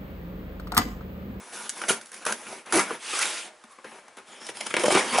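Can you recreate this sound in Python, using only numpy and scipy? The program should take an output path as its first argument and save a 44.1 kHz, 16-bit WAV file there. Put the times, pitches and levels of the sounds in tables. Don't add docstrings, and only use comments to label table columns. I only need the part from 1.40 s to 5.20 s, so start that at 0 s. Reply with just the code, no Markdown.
import sys
import numpy as np
from scipy import signal
from scipy.fft import rfft, irfft
from scipy.io import wavfile
from scipy.ndimage import uniform_filter1d

SR = 44100
rng = np.random.default_rng(int(sys.argv[2]) if len(sys.argv) > 2 else 0)


def nominal_scale(level):
    x = np.asarray(level, float) / 20
    return 10 ** x


def wrap_up_sound(samples):
    columns = np.atleast_2d(samples).T
    tamed = np.clip(columns, -1, 1)
    steps = np.round(tamed * 32767).astype(np.int16)
    wavfile.write(sys.argv[1], SR, steps)


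N = 167580

# start_s, knock_peak_db, knock_pitch_hz,
# tape_db
BLADE_SNAPS = [(0.2924, -3, 7700, -23), (0.298, -14, 6950, -30.5), (.415, -13.5, 1380, -30),
               (0.436, -15, 1400, -41), (.494, -21, 1150, -19), (0.503, -9.5, 398, -47),
               (.519, -39, 775, -24), (0.6113, -27, 9000, -34.5), (0.716, -31, 1570, -37),
               (0.851, -28, 1420, -26), (.863, -11, 934, -20.5), (0.922, -13, 1570, -21),
               (1.126, -23, 670, -43), (1.3229, -10, 1300, -17), (1.392, -3.5, 1210, -15),
               (1.5054, -13, 1190, -42), (1.509, -17, 448, -60),
               (2.237, -32, 1130, -47), (2.241, -36.5, 232, -78), (2.385, -29, 1110, -61),
             (2.4425, -21.5, 1610, -47), (2.447, -27, 426, -70), (2.68, -31.5, 840, -47),
             (2.768, -40, 415, -42), (3.065, -27, 650, -31.5), (3.087, -19, 2120, -33.5),
             (3.169, -34, 925, -34), (3.208, -17.5, 2200, -43), (3.265, -24, 920, -34),
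             (3.303, -36, 950, -35), (3.339, -5.5, 2100, -27), (3.365, 0.5, 2110, -22.5),
             (3.394, -18.5, 355, -27.5), (3.436, -22, 560, -36), (3.458, -12, 513, -24),
             (3.48, -1.5, 580, -24), (3.504, -7, 805, -42), (3.522, -7.5, 387, -22), (3.549, -2, 371, -20),
             (3.571, -6, 1000, -46), (3.783, -2.5, 734, -21.5)]
# start_s, length_s, box_db, tape_db
LONG_RIPS = [
    (0.481, 0.023, -27, -21),
    (0.86, 0.046, -32.5, -29.5),
    (1.327, 0.081, -26, -24.5),
    (2.768, 0.0057, -40, -48.5),
    (3.086, 0.0092, -42, -47),
    (3.498, 0.097, -24, -26),
    (3.72, .1, -26.5, -30.5),
]
# start_s, length_s, box_db, tape_db
SHORT_SLIPS = [(.655, 0.0045, -64, -38.5), (.666, 0.0044, -70, -39), (.689, 0.0061, -70, -46.5),
               (.727, 0.0044, -62, -34.5), (.74, 0.0033, -62, -28.5), (.76, 0.0057, -51, -39),
               (1.012, 0.0032, -60, -35), (1.258, .004, -55, -41), (1.3, 0.021, -46, -42),
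               (1.352, 0.0052, -38, -24), (1.368, .008, -33, -22), (1.728, 0.0084, -39, -36),
               (1.748, 0.0064, -49, -29), (1.786, 0.0047, -54, -19.5), (1.81, 0.02, -34.5, -23),
               (1.85, 0.0063, -44, -23), (2.782, 0.0049, -46, -47), (3.088, 0.014, -40, -38),
               (3.204, 0.0077, -32.5, -27.5), (3.258, 0.013, -34, -32.5), (3.3, 0.016, -35.5, -39),
               (3.432, 0.0095, -25.5, -25), (3.453, 0.012, -21, -26.5), (3.518, 0.005, -26, -26.5),
               (3.572, 0.0084, -20, -27.5), (3.775, 0.004, -15, -23)]
# time_s, slips_per_s, level_db
BLADE_CHATTER = [
    (1.33, 262, -28),
    (1.345, 320, -24.5),
    (1.37, 333, -22.5),
    (1.388, 318, -22.5),
    (1.4, 100, -62),
]
# centre_s, band_hz, width_hz, level_db, half_length_s
BLADE_SINGS = [
    (.885, 1450, 400, -32, .025),
    (1.362, 10300, 1600, -28, .022),
    (2.93, 6900, 400, -59, .02),
    (2.96, 3250, 550, -57, .07),
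    (3.05, 5400, 650, -49, .05),
    (3.73, 4650, 550, -43, .07),
    (3.73, 9600, 1000, -43, .07),
]
# centre_s, pitch_hz, level_db, second_partial_db,
# half_length_s
LOAD_SQUEAKS = [
    (.83, 1400, -48, -62, .02),
    (1.415, 1280, -31, -45, .012),
    (1.736, 1220, -31, -32, .007),
    (1.753, 1200, -33, -40, .005),
    (1.79, 2750, -52, -37, .004),
    (1.817, 1250, -31, -45, .004),
    (1.818, 950, -45, -29, .005),
    (1.831, 1220, -38, -24, .007),
    (1.855, 1180, -34, -35, .005),
    (2.325, 1100, -54, -72, .035),
                (.4965, 3100, -20.5, -52, 0.0052),
    (0.502, 1500, -21.5, -45, 0.0052),
    (0.51, 500, -29, -39, 0.002),
    (1.99, 1450, -43, -70, 0.015),
    (2.1, 620, -57, -80, 0.07),
    (3.215, 2150, -31, -57, .005),
    (3.443, 540, -18.5, -30, 0.0068),
    (3.455, 530, -17, -30, 0.0054),
    (3.588, 2200, -29.5, -44, 0.023),
]
# time_s, speed_db
SLIDE_SPEED = [
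    (1.57, -58),
    (1.63, -38),
    (1.72, -30),
    (1.77, -27),
    (1.86, -28),
    (2.0, -35),
    (2.075, -42.5),
    (2.105, -58),
    (2.19, -77),
]
# start_s, length_s, box_db, hiss_db
BOX_RUBS = [(-.04, 0.18, -50.5, -48), (.115, 0.15, -45.5, -38.5), (.301, 0.075, -50, -43.5),
            (.352, 0.13, -44.5, -39.5), (.54, 0.036, -43.5, -44), (.6, 0.037, -52.5, -50),
            (.655, 0.048, -68, -54), (.715, 0.075, -50.5, -45), (.8, 0.033, -45, -46),
            (.94, 0.2, -48.5, -45), (1.045, 0.14, -44.5, -45.5), (1.25, 0.14, -42, -49),
            (1.43, 0.12, -39, -40.5), (1.5, 0.02, -62, -42), (2.03, 0.058, -50, -75),
            (2.29, 0.031, -66, -53.5), (2.435, 0.15, -50.5, -53.5), (2.62, 0.091, -62.5, -80),
            (2.855, 0.13, -50.5, -52.5), (2.995, 0.1, -47.5, -45), (3.135, 0.28, -45, -42.5),
            (3.375, 0.046, -30, -32.5), (3.44, 0.051, -42, -31), (3.6, 0.15, -31.5, -35.5)]
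# freq_hz, gain_db
BOX_TONE = [(40, -49), (120, -13.5), (220, -2.5), (400, -2), (1250, 0), (2500, -3), (4000, -13.5),
            (7000, -57.5)]
# freq_hz, width_hz, gain_db
BOX_MODES = [(230, 44, 1), (397, 27, 4), (544, 57, -2.5), (780, 210, -9.5), (960, 60, 1), (1300, 31, -32),
             (2200, 22, -10), (2277, 44, 0.5)]
# freq_hz, gain_db
TAPE_TONE = [(300, -43), (1000, -10.5), (2500, -3), (4000, -2), (6000, 2), (8000, -1.5), (10000, 0),
             (11000, 1)]
# freq_hz, width_hz, gain_db
TAUT_TAPE_MODES = [(1475, 320, 14), (3500, 470, -4.5), (10820, 3300, 1.5)]
# freq_hz, width_hz, gain_db
BLADE_MODES = [(3180, 600, 9), (5100, 330, -2.5), (6970, 260, -8), (9420, 2200, -1.5)]
# freq_hz, gain_db
SLIDE_TONE = [(90, -45), (200, -14.5), (340, -10.5), (1340, -3.5), (3190, -2.5), (4360, -7), (11000, -7)]
# freq_hz, gain_db
HUSH_TONE = [(40, -3), (120, -19), (300, -11.5), (600, -2.5), (1600, -4.5), (4000, -15), (11000, -17)]
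# freq_hz, t60_s
ROOM_T60 = [(200, 0.22), (8000, 0.12)]
# freq_hz, side_minus_mid_db
SIDE_TONE = [(30, -19), (120, -34), (600, -20.5), (2000, -16), (5000, -11), (11000, -12.5)]
# time_s, left_gain_db (right gets the opposite)
PAN = [(0, 0.9), (2.2, 0.47), (2.45, 1.46), (3.8, 0.4)]

RIP_RISE_S, RIP_FADE_S = 0.0065, 0.026
SLIP_RISE_S, SLIP_FADE_S = 0.0062, 0.0033
RUB_RISE_S, RUB_FADE_S = 0.022, 0.024
NICK_RISE_S, NICK_HOLD_S, NICK_BOX_FADE_S, NICK_TAPE_FADE_S = 0.001962, 0.003, 0.012, 0.0045
DRUM_DB, TICK_DB, KNOCK_DB, PATCH_DB, HUSH_DB = -21, -16, -6, 2, -55.5
KNOCK_RISE_CYCLES, KNOCK_FADE_CYCLES, KNOCK_ROUGH, KNOCK_CUT_HZ = 0.15, 2.5, 0.43, 190
KNOCK_SAMPLES = 1800
FAR_TAPE_S = 2.8
LOW_CUT_HZ, CEILING, EDGE_HZ, LEAK_DB = 122, 0.81, 11037, -53


def blade():
    rips = strokes(LONG_RIPS, RIP_RISE_S, RIP_FADE_S)
    slips = strokes(SHORT_SLIPS, SLIP_RISE_S, SLIP_FADE_S)
    box_power, tape_power = rips ** 2 + slips ** 2
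    ticks, knocks = np.zeros((2, N))
    for start_s, knock_db, hz, tape_db in BLADE_SNAPS:
        if hz < 3000:
            drum = burst(start_s, NICK_HOLD_S, NICK_RISE_S, NICK_BOX_FADE_S)
            box_power = box_power + nominal_scale(2 * (knock_db + DRUM_DB)) * drum ** 2
        crackle = burst(start_s, NICK_HOLD_S, NICK_RISE_S, NICK_TAPE_FADE_S)
        tape_power = tape_power + nominal_scale(2 * tape_db) * crackle ** 2
        at = round((start_s + NICK_RISE_S) * SR)
        ticks[at] = nominal_scale(tape_db + TICK_DB)
        knocks[at:at + KNOCK_SAMPLES] += knock(knock_db + KNOCK_DB, hz)[:N - at]
    box = np.sqrt(box_power) * grit(1500, 0.82, 0.61, 1.8)
    tape = np.sqrt(tape_power) * grit(2500, 3.0, 2.14, 1.0) + ticks
    return box, tape, knocks


def knock(db, hz):
    t = np.arange(KNOCK_SAMPLES) / SR
    rough = 1 + KNOCK_ROUGH * evened(uniform_filter1d(rng.standard_normal(len(t)), size=30))
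    envelope = np.tanh(t * hz / KNOCK_RISE_CYCLES) * np.exp(-t * hz / KNOCK_FADE_CYCLES)
    return nominal_scale(db) * rough * envelope * np.sin(2 * np.pi * hz * t)


def chatter():
    wobble = evened(uniform_filter1d(rng.standard_normal(N), size=100))
    slips_per_s = np.maximum(curve(BLADE_CHATTER, 1), 100) * (1 + 0.206 * wobble)
    turns = np.cumsum(slips_per_s) / SR
    pulses = sum(np.cos(2 * np.pi * k * turns) * nominal_scale(-5. * k) for k in range(1, 7))
    return nominal_scale(curve(BLADE_CHATTER, 2)) * evened(pulses)


def sings():
    t, hz = np.arange(N) / SR, np.fft.rfftfreq(N, 1 / SR)
    hiss = rfft(grit(2500, 6.5, 1.6, 1.5))
    out = np.zeros(N)
    for centre_s, band_hz, width_hz, db, half_s in BLADE_SINGS:
        band = evened(irfft(hiss / (1 + (2 * (hz - band_hz) / width_hz) ** 2), N))
        out += nominal_scale(db) * np.exp(-((t - centre_s) / half_s) ** 2) * band
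    return out


def squeaks():
    t, out = np.arange(N) / SR, np.zeros(N)
    drift, rough = (evened(uniform_filter1d(v, size=80)) for v in rng.standard_normal((2, N)))
    wavering_s = t + 0.06 * np.cumsum(drift) / SR
    for centre_s, hz, db, second_db, half_s in LOAD_SQUEAKS:
        phase = 2 * np.pi * hz * wavering_s
        tone = nominal_scale(db) * np.sin(phase) + nominal_scale(second_db) * np.sin(2 * phase)
        out += np.exp(-((t - centre_s) / half_s) ** 2) * tone
    return (1.1 + 0.7 * rough) * out


def slide():
    return colour(nominal_scale(curve(SLIDE_SPEED, 1)) * grit(3000, 2.4, 1.6, 0.37), SLIDE_TONE)


def rubs():
    press, hiss = strokes(BOX_RUBS, RUB_RISE_S, RUB_FADE_S)
    return press * grit(1500, 7.3, 3.2, 0.83), hiss * grit(3800, 4.7, 3.8, 0.53)


def surface(force):
    far = np.arange(N) > FAR_TAPE_S * SR
    return colour(force * ~far, TAPE_TONE, TAUT_TAPE_MODES) + colour(force * far, TAPE_TONE, BLADE_MODES)


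def patchy(x):
    z = signal.stft(x, nperseg=256)[2]
    field = uniform_filter1d(rng.standard_normal(z.shape), size=3, axis=0)
    field = evened(uniform_filter1d(field, size=12, axis=1))
    return signal.istft(z * nominal_scale(PATCH_DB * field), nperseg=256)[1][:N]


def room(x):
    at, taps = np.arange(200, 17000, 20), np.zeros((2, 17100))
    places = at + rng.integers(0, 20, (2, len(at)))
    np.put_along_axis(taps, places, rng.choice([-1., 1.], (2, len(at))), 1)
    hz, t, z = signal.stft(taps, SR, nperseg=256)
    t60_s = np.maximum(read(ROOM_T60, hz), 0.02)[:, None]
    tail = signal.istft(z * nominal_scale(-60 * t / t60_s), SR, nperseg=256)[1]
    return signal.fftconvolve(x[None], tail / np.linalg.norm(tail[0]), axes=1)[:, :N]


def hush():
    return nominal_scale(HUSH_DB) * colour(rng.standard_normal(N), HUSH_TONE)


def grit(slips_per_s, spread_db, smooth, flutter_db):
    chance, excess = rng.random(N), rng.exponential(1, N)
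    sign, noise, slow = rng.standard_normal((3, N))
    slips = (chance < slips_per_s / SR) * np.sign(sign) * nominal_scale(spread_db * np.minimum(excess, 4))
    flutter = evened(uniform_filter1d(uniform_filter1d(slow, size=220), size=220))
    return evened((evened(slips) + smooth * noise) * nominal_scale(flutter_db * flutter))


def strokes(rows, rise_s, fade_s):
    power = np.zeros((2, N))
    for start_s, length_s, *db in rows:
        power += np.outer(nominal_scale(2 * np.array(db)), burst(start_s, length_s, rise_s, fade_s) ** 2)
    return np.sqrt(power)


def burst(start_s, length_s, rise_s, fade_s):
    t = np.arange(N) / SR - start_s
    return np.clip(t / rise_s, 0, 1) * np.exp(-np.maximum(t - abs(length_s), 0) / fade_s)


def colour(x, tone, modes=()):
    hz = np.fft.rfftfreq(4096, 1 / SR)
    bumps = sum(nominal_scale(db) / (1 + (2 * (hz - f) / width) ** 2) for f, width, db in modes)
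    gain = nominal_scale(read(tone, hz)) * (1 + bumps)
    log_gain = np.log(np.r_[gain, gain[-2:0:-1]] + 1e-5)
    taps = np.fft.ifft(np.exp(np.conj(signal.hilbert(log_gain)))).real[:2048]
    return signal.oaconvolve(x, taps / np.linalg.norm(taps))[:N]


def curve(rows, column):
    rows = np.array(rows)
    return np.interp(np.arange(N) / SR, rows[:, 0], rows[:, column], -120, -120)


def read(points, hz):
    f, value = np.transpose(points)
    return np.interp(np.log(hz + 1), np.log(f + 1), value)


def evened(x):
    return x / np.sqrt(np.mean(x ** 2) + 1e-20)


def scene():
    box, tape, knocks = blade()
    knock_cut = signal.butter(2, KNOCK_CUT_HZ, "high", fs=SR, output="sos")
    knocks = signal.sosfilt(knock_cut, knocks + squeaks())
    press, hiss = rubs()
    body = colour(box + press, BOX_TONE, BOX_MODES)
    near = patchy(body + surface(tape + hiss) + slide())
    near = near + knocks + chatter() + sings() + hush()
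    left, right = room(near)
    mid = near + nominal_scale(-14) * (left + right)
    hz = np.fft.rfftfreq(N, 1 / SR)
    side = irfft(rfft(nominal_scale(-2.5) * (left - right)) * nominal_scale(read(SIDE_TONE, hz)), N)
    tilt_db = read([(500, -0.55), (2000, -0.26), (6000, -0.84), (10000, -1.8)], hz)
    tilt = irfft(rfft(mid) * nominal_scale(tilt_db), N) - mid
    pan_db = curve(PAN, 1)
    pan = nominal_scale(pan_db * (pan_db > -99))
    return np.array([(mid + side + tilt) * pan, (mid - side - tilt) / pan])


def top_cut(x):
    return signal.sosfilt(signal.butter(12, 12390, fs=SR, output="sos"), x)


def record(dry):
    thin = signal.sosfilt(signal.butter(2, LOW_CUT_HZ, "high", fs=SR, output="sos"), dry)
    soft = CEILING * np.tanh(thin / CEILING)
    band_limit = signal.firwin(301, EDGE_HZ, window=("kaiser", 8), fs=SR)
    cut = signal.oaconvolve(soft, band_limit[None], "same")
    return top_cut(cut + nominal_scale(LEAK_DB) * soft)


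dry = scene()
out = record(dry)
wrap_up_sound(out)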